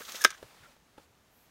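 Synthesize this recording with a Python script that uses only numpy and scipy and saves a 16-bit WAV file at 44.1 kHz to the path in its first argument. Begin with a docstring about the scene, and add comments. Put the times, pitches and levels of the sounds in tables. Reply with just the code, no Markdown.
"""Opening an umbrella outdoors

The canopy rustles taut as the runner slides up, the steel catch clicks and the runner snaps home,
exciting the modes of frame and cloth. The ribs rattle briefly; then come a soft bump, the friction
of a sleeve and a hand closing on the handle, over faint open air."""
import sys
import numpy as np
from scipy import signal
from scipy.fft import rfft, irfft
from scipy.io import wavfile
from scipy.ndimage import uniform_filter1d

SR = 44100
rng = np.random.default_rng(int(sys.argv[2]) if len(sys.argv) > 2 else 0)


def master(y):
    """Save y as 16-bit WAV."""
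    cut = np.clip(np.atleast_2d(y).T, -1, 1)
    pcm = np.round(cut * 32767)  # scale
    wavfile.write(sys.argv[1], SR, pcm.astype(np.int16))


N = 66150
T = np.arange(N) / SR


def amp(db):
    """Decibels to amplitude."""
    return 10 ** (np.asarray(db) / 20)


def unit(x):
    """Normalisation to rms 1."""
    return x / np.sqrt(np.mean(x ** 2) + 1e-20)


def colour(x, spectrum):
    """Spectral shaping, at rms 1."""
    hz, db = np.transpose(spectrum)
    bins_hz = np.fft.rfftfreq(N, 1 / SR)
    gain = amp(np.interp(np.log(bins_hz + 1), np.log(hz + 1), db))
    return unit(irfft(rfft(x) * gain, N))


def noise(spectrum):
    """Filtered Gaussian noise."""
    return colour(rng.standard_normal(N), spectrum)


def level(curve):
    """An envelope interpolated in decibels."""
    return amp(np.interp(T, *np.transpose(curve)))


def strike(start, rise, t60):
    """Linear attack and exponential decay."""
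    age = np.maximum(T - start, 0)
    return np.minimum(age / rise, 1) * np.exp(-np.log(1000) * age / t60)


def ring(start, modes, rise):
    """Free vibration as a sum of damped modes."""
    return sum(amp(db) * strike(start, rise, t60) * np.sin(2 * np.pi * hz * (T - start))
               for hz, db, t60 in modes)


def swell(start, length, db):
    """A half-sine envelope."""
    return amp(db) * np.sin(np.pi * np.clip((T - start) / length, 0, 1))


def strokes(rows, spectrum):
    """Noise modulated by one swell per row."""
    return noise(spectrum) * sum(swell(*row) for row in rows)


def friction_tone(start, length, db, hz, sag_hz_per_s, jitter):
    """A wavering friction tone whose pitch falls as sliding slows."""
    waver = unit(uniform_filter1d(rng.standard_normal(N), size=90))
    pitch = (hz - sag_hz_per_s * np.clip(T - start, 0, length)) * (1 + jitter * waver)
    return swell(start, length, db) * unit(np.sin(2 * np.pi * np.cumsum(pitch) / SR))


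# Spectra of air and buffets. Each row: frequency in Hz, relative level in dB.
AIR_SPECTRUM = [(15, -30), (45, -1), (90, -2.5), (230, -5), (350, -9), (1200, -13), (15500, -31)]
BUFFET_SPECTRUM = [(25, -22), (80, 1.5), (130, -5.5), (1000, -72)]
# Each row: start in seconds, length in seconds, level in dB.
AIR_BUFFETS = [(.432, .032, -58), (.603, .05, -61)]


def open_air():
    """Moving air makes faint broadband noise with soft low buffets."""
    return amp(-67) * noise(AIR_SPECTRUM) + strokes(AIR_BUFFETS, BUFFET_SPECTRUM)


# Spectra of the cloth's motions. Each row: frequency in Hz, relative level in dB.
CREASE_SPECTRUM = [(150, -20), (450, -7.5), (800, -9.5), (1250, 0), (2800, -6), (3400, -1.5), (5000, -6),
                   (6500, -1.5), (7600, -8), (10300, -14), (11500, -10), (15500, -14)]
FLAP_SPECTRUM = [(120, -22), (350, -2), (560, 0), (800, -9), (1250, -2.5), (3500, -12), (8000, -30.5)]
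DRAG_SPECTRUM = [(800, -39), (2200, -18), (3200, 1), (4500, -6.5), (6300, -7), (9000, -19), (16000, -27)]
# Each row: time in seconds, level in dB.
RUSTLE_ENVELOPE = [(0, -50.5), (.035, -50.5), (.056, -53), (.07, -49.5), (.095, -45), (.113, -45.5),
                   (.137, -47.5), (.16, -41.5), (.198, -47), (.222, -40.5), (.26, -43), (.29, -58.5),
                   (.45, -75.5)]
# Each row: start in seconds, length in seconds, level in dB.
PANEL_FLAPS = [(0, .02, -44.5), (.075, .027, -46.5), (.143, .012, -43), (0.25, 0.023, -43)]
CLOTH_DRAGS = [(.047, 0.018, -47.5), (.086, 0.016, -44.5), (.15, 0.019, -41.5)]


def canopy_rustle(creases_per_s=2500, spread_db=2.5, crease_share=0.37):
    """Tension releases creases as random impulses, while panels flap out and drag over the ribs."""
    sizes = amp(spread_db * np.minimum(rng.exponential(1, N), 4))
    creases = unit(sizes * rng.choice([-1, 1], N) * (rng.random(N) < creases_per_s / SR))
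    crackle = np.sqrt(crease_share) * creases + np.sqrt(1 - crease_share) * rng.standard_normal(N)
    rustle = colour(crackle, CREASE_SPECTRUM) * level(RUSTLE_ENVELOPE)
    return rustle + strokes(PANEL_FLAPS, FLAP_SPECTRUM) + strokes(CLOTH_DRAGS, DRAG_SPECTRUM)


# Each row: frequency in Hz, relative level in dB.
GLIDE_SPECTRUM = [(6000, -25), (8000, -2.5), (10200, -6), (11700, 0), (15500, 0)]
# Each row: time in seconds, level in dB.
GLIDE_ENVELOPE = [(0, -51), (.07, -59), (.23, -59.5), (.26, -91)]
# Each row: start in seconds, length in seconds, level in dB, pitch in Hz.
RUNNER_SQUEAKS = [(.208, .014, -38.5, 1710), (.22, .014, -42.5, 1690)]


def runner_glide():
    """Sliding friction on the shaft hisses, then squeaks just before the runner locks."""
    squeaks = sum(friction_tone(*row, sag_hz_per_s=1500, jitter=0.015) for row in RUNNER_SQUEAKS)
    return squeaks + noise(GLIDE_SPECTRUM) * level(GLIDE_ENVELOPE)


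# Spectra of the jacket's friction. Each row: frequency in Hz, relative level in dB.
SLEEVE_SPECTRUM = [(60, -19.5), (150, -7), (1050, -4), (4200, -10.5), (15500, -21.5)]
CUFF_SPECTRUM = [(200, -24), (1100, -9), (1600, 6), (2000, -3), (9000, -32)]
# Each row: time in seconds, level in dB.
SLEEVE_ENVELOPE = [(.3, -64.5), (.44, -58.5), (.58, -60.5), (.65, -60.5), (.73, -63), (.79, -77.5),
                   (.96, -72), (1.01, -63.5), (1.04, -64.5), (1.08, -80), (1.5, -69.5)]
# Each row: start in seconds, length in seconds, level in dB.
CUFF_BRUSHES = [(.615, 0.059, -59)]
# Each row: start in seconds, length in seconds, level in dB, pitch in Hz.
WEAVE_TONES = [(0.633, 0.045, -58, 1450), (.668, .046, -66, 640)]


def sleeve_rub():
    """Cloth friction makes a soft noise; the weave sings faintly as the cuff brushes the jacket."""
    weave = sum(friction_tone(*row, sag_hz_per_s=3000, jitter=0.028) for row in WEAVE_TONES)
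    rub = noise(SLEEVE_SPECTRUM) * level(SLEEVE_ENVELOPE)
    return weave + rub + strokes(CUFF_BRUSHES, CUFF_SPECTRUM)


# Each row: frequency in Hz, relative level in dB, 60 dB decay time in seconds.
FRAME_MODES = [(856, -19.6, .01), (1320, -8.5, .02), (1595, -2.2, .023), (1755, -16, .024),
               (2066, -9.8, .018), (2280, -3.6, .009), (2690, -13, .013), (3010, -22, .024),
               (3560, -13.5, 0.019), (3770, -23, .033)]
CANOPY_MODES = [(262, -4.2, .022), (380, -5.6, .04), (516, 3, .019), (611, 5.6, .015)]
# Each row: start in seconds, frame gain in dB, canopy gain in dB.
FRAME_BLOWS = [(.019, -34, -64), (.2398, -19.5, -45), (.2472, -7.2, -41), (.24954, -.3, -21.7),
               (.2535, -19.3, -44), (0.2627, -19, -41), (.2735, -31, -52), (0.305, -32, -62),
               (.325, -37, -69), (.3296, -36, -75), (.347, -40, -68)]


def frame_knocks(rise_s=0.00058):
    """Impacts of the runner and rattling ribs excite the modes of the frame and taut canopy."""
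    return sum(amp(frame_db) * ring(start, FRAME_MODES, rise_s)
               + amp(canopy_db) * ring(start, CANOPY_MODES, rise_s)
               for start, frame_db, canopy_db in FRAME_BLOWS)


# Each row: frequency in Hz, relative level in dB.
SHIVER_SPECTRUM = [(150, -24.5), (300, -6), (600, -6.5), (790, -16), (1200, -5), (6000, -1), (16000, -11)]


def shiver(snap, split_hz=3000, rise_s=0.00058):
    """Vibration diffuses through ribs and cloth, where damping takes the treble first."""
    diffuse = noise(SHIVER_SPECTRUM)
    low = signal.sosfilt(signal.butter(2, split_hz, fs=SR, output="sos"), diffuse)
    high = signal.sosfilt(signal.butter(2, split_hz, "high", fs=SR, output="sos"), diffuse)
    tail = low * strike(0, rise_s, t60=0.17) - high * strike(0, rise_s, t60=0.11)
    return amp(-23) * signal.fftconvolve(snap, tail / np.linalg.norm(tail))[:N]


# Each row: frequency in Hz, relative level in dB.
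CATCH_MODES = [(4660, -6), (5240, -3), (5420, -4), (5800, -1.5), (6270, -.5), (6560, -3), (6900, -7),
               (9560, -7)]
CRACK_SPECTRUM = [(700, -32), (1800, -10), (3400, -5), (4300, -7), (5200, 0), (6600, .5), (7300, -12),
                  (7900, -7), (9500, -6), (10200, -12), (16000, -15)]
# Each row: start in seconds, crack and ring gains in dB, 60 dB decay in seconds, tilt in dB per octave.
CATCH_CLICKS = [(0.12, -38, -54, .035, 1.5), (.154, -39, -55, .03, -1.5), (0.2166, -29.5, -44.5, 0.026, 4),
                (.2398, -19.5, -31, .022, 2), (.2471, -7, -9, 0.0088, -0.5), (0.2494, -19, -32, 0.025, 0),
                (0.2737, -39.5, -45.5, .02, -1), (0.3041, -33, -42, .022, -2.5)]


def catch_clicks(rise_s=0.00084):
    """Hard steel contact at the catch and rib joints gives a broadband crack and a short modal ring."""
    clicks = np.zeros(N)
    for start, crack_db, ring_db, t60, tilt in CATCH_CLICKS:
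        crack = noise([(hz, db + tilt * np.log2(hz)) for hz, db in CRACK_SPECTRUM])
        modes = [(hz, db, t60) for hz, db in CATCH_MODES]
        clicks += amp(crack_db) * crack * strike(start, rise_s, t60)
        clicks += amp(ring_db) * ring(start, modes, rise_s)
    return clicks


# Each row: frequency in Hz, relative level in dB.
SCRAPE_SPECTRUM = [(400, -20), (1200, -4.5), (1750, 2.5), (2500, -10), (3300, -4), (4800, -12), (5900, -7),
                   (13000, -29)]
# Each row: start in seconds, length in seconds, level in dB.
RIB_SLIDES = [(.272, .016, -50), (.291, .011, -47.5), (.305, .017, -45), (.322, .046, -54),
              (.37, .02, -55.5)]


def rib_scrape():
    """Sliding friction makes bursts of noise as the ribs settle."""
    return strokes(RIB_SLIDES, SCRAPE_SPECTRUM)


# Each row: frequency in Hz, relative level in dB.
PAT_SPECTRUM = [(30, -17), (120, -6), (300, -2), (550, 0), (850, -7), (1400, -7.5), (2400, -15),
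                (15000, -31)]
# Each row: start in seconds, level in dB, 60 dB decay time in seconds, thud level in dB.
HAND_PATS = [(.427, -40, .039, -54), (.764, -55, .029, -76), (.981, -47.5, .028, -64)]
# Each row: frequency in Hz, relative level in dB, 60 dB decay time in seconds.
HANDLE_MODES = [(323, -6, .04), (524, -1, .026), (835, 1, .04), (1290, 1, 0.047), (1560, -2.5, .028),
                (2740, -4, .02), (3530, -4, .025)]
PALM_MODES = [(286, -12, 0.033), (490, 1, 0.016), (770, -7, 0.011)]
# Each row: start in seconds, handle gain in dB, palm gain in dB.
HAND_GRIPS = [(.978, -52.5, -62.5), (0.9815, -50.5, -49.5), (0.9976, -63, -50)]


def hand_contacts(rise_s=0.00081, thud_hz=73, thud_t60_s=0.13):
    """Soft impacts give dull pats and thuds; the grip excites modes of the hollow handle and the palm."""
    skin = noise(PAT_SPECTRUM)
    contacts = np.zeros(N)
    for start, db, t60, thud_db in HAND_PATS:
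        contacts += amp(db) * skin * strike(start, rise_s, t60)
        contacts += ring(start, [(thud_hz, thud_db, thud_t60_s)], rise_s)
    for start, handle_db, palm_db in HAND_GRIPS:
        contacts += amp(handle_db) * ring(start, HANDLE_MODES, rise_s)
        contacts += amp(palm_db) * ring(start, PALM_MODES, rise_s)
    return contacts


# Each row: frequency in Hz, relative level in dB.
FIZZ_SPECTRUM = [(7000, -18), (10500, -12), (12500, -2), (16000, -8.5)]


def fizz():
    """High-frequency noise swells briefly near the end."""
    return noise(FIZZ_SPECTRUM) * swell(start=1.29, length=0.21, db=-67.5)


def scene():
    """The sources superpose in mono; the light canopy radiates no deep bass from the snap."""
    bass_cut = signal.butter(6, 263, "high", fs=SR, output="sos")
    snap = signal.sosfilt(bass_cut, frame_knocks() + catch_clicks())
    umbrella = canopy_rustle() + runner_glide() + snap + shiver(snap) + rib_scrape()
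    return (open_air() + umbrella + sleeve_rub() + hand_contacts() + fizz())[None]


def record(dry, edge_hz=15850):
    """A linear-phase low-pass filter limits the bandwidth."""
    lowpass = signal.firwin(511, edge_hz, window=("kaiser", 9), fs=SR)
    return signal.oaconvolve(dry, lowpass[None], "same")


dry = scene()
out = record(dry)
master(out)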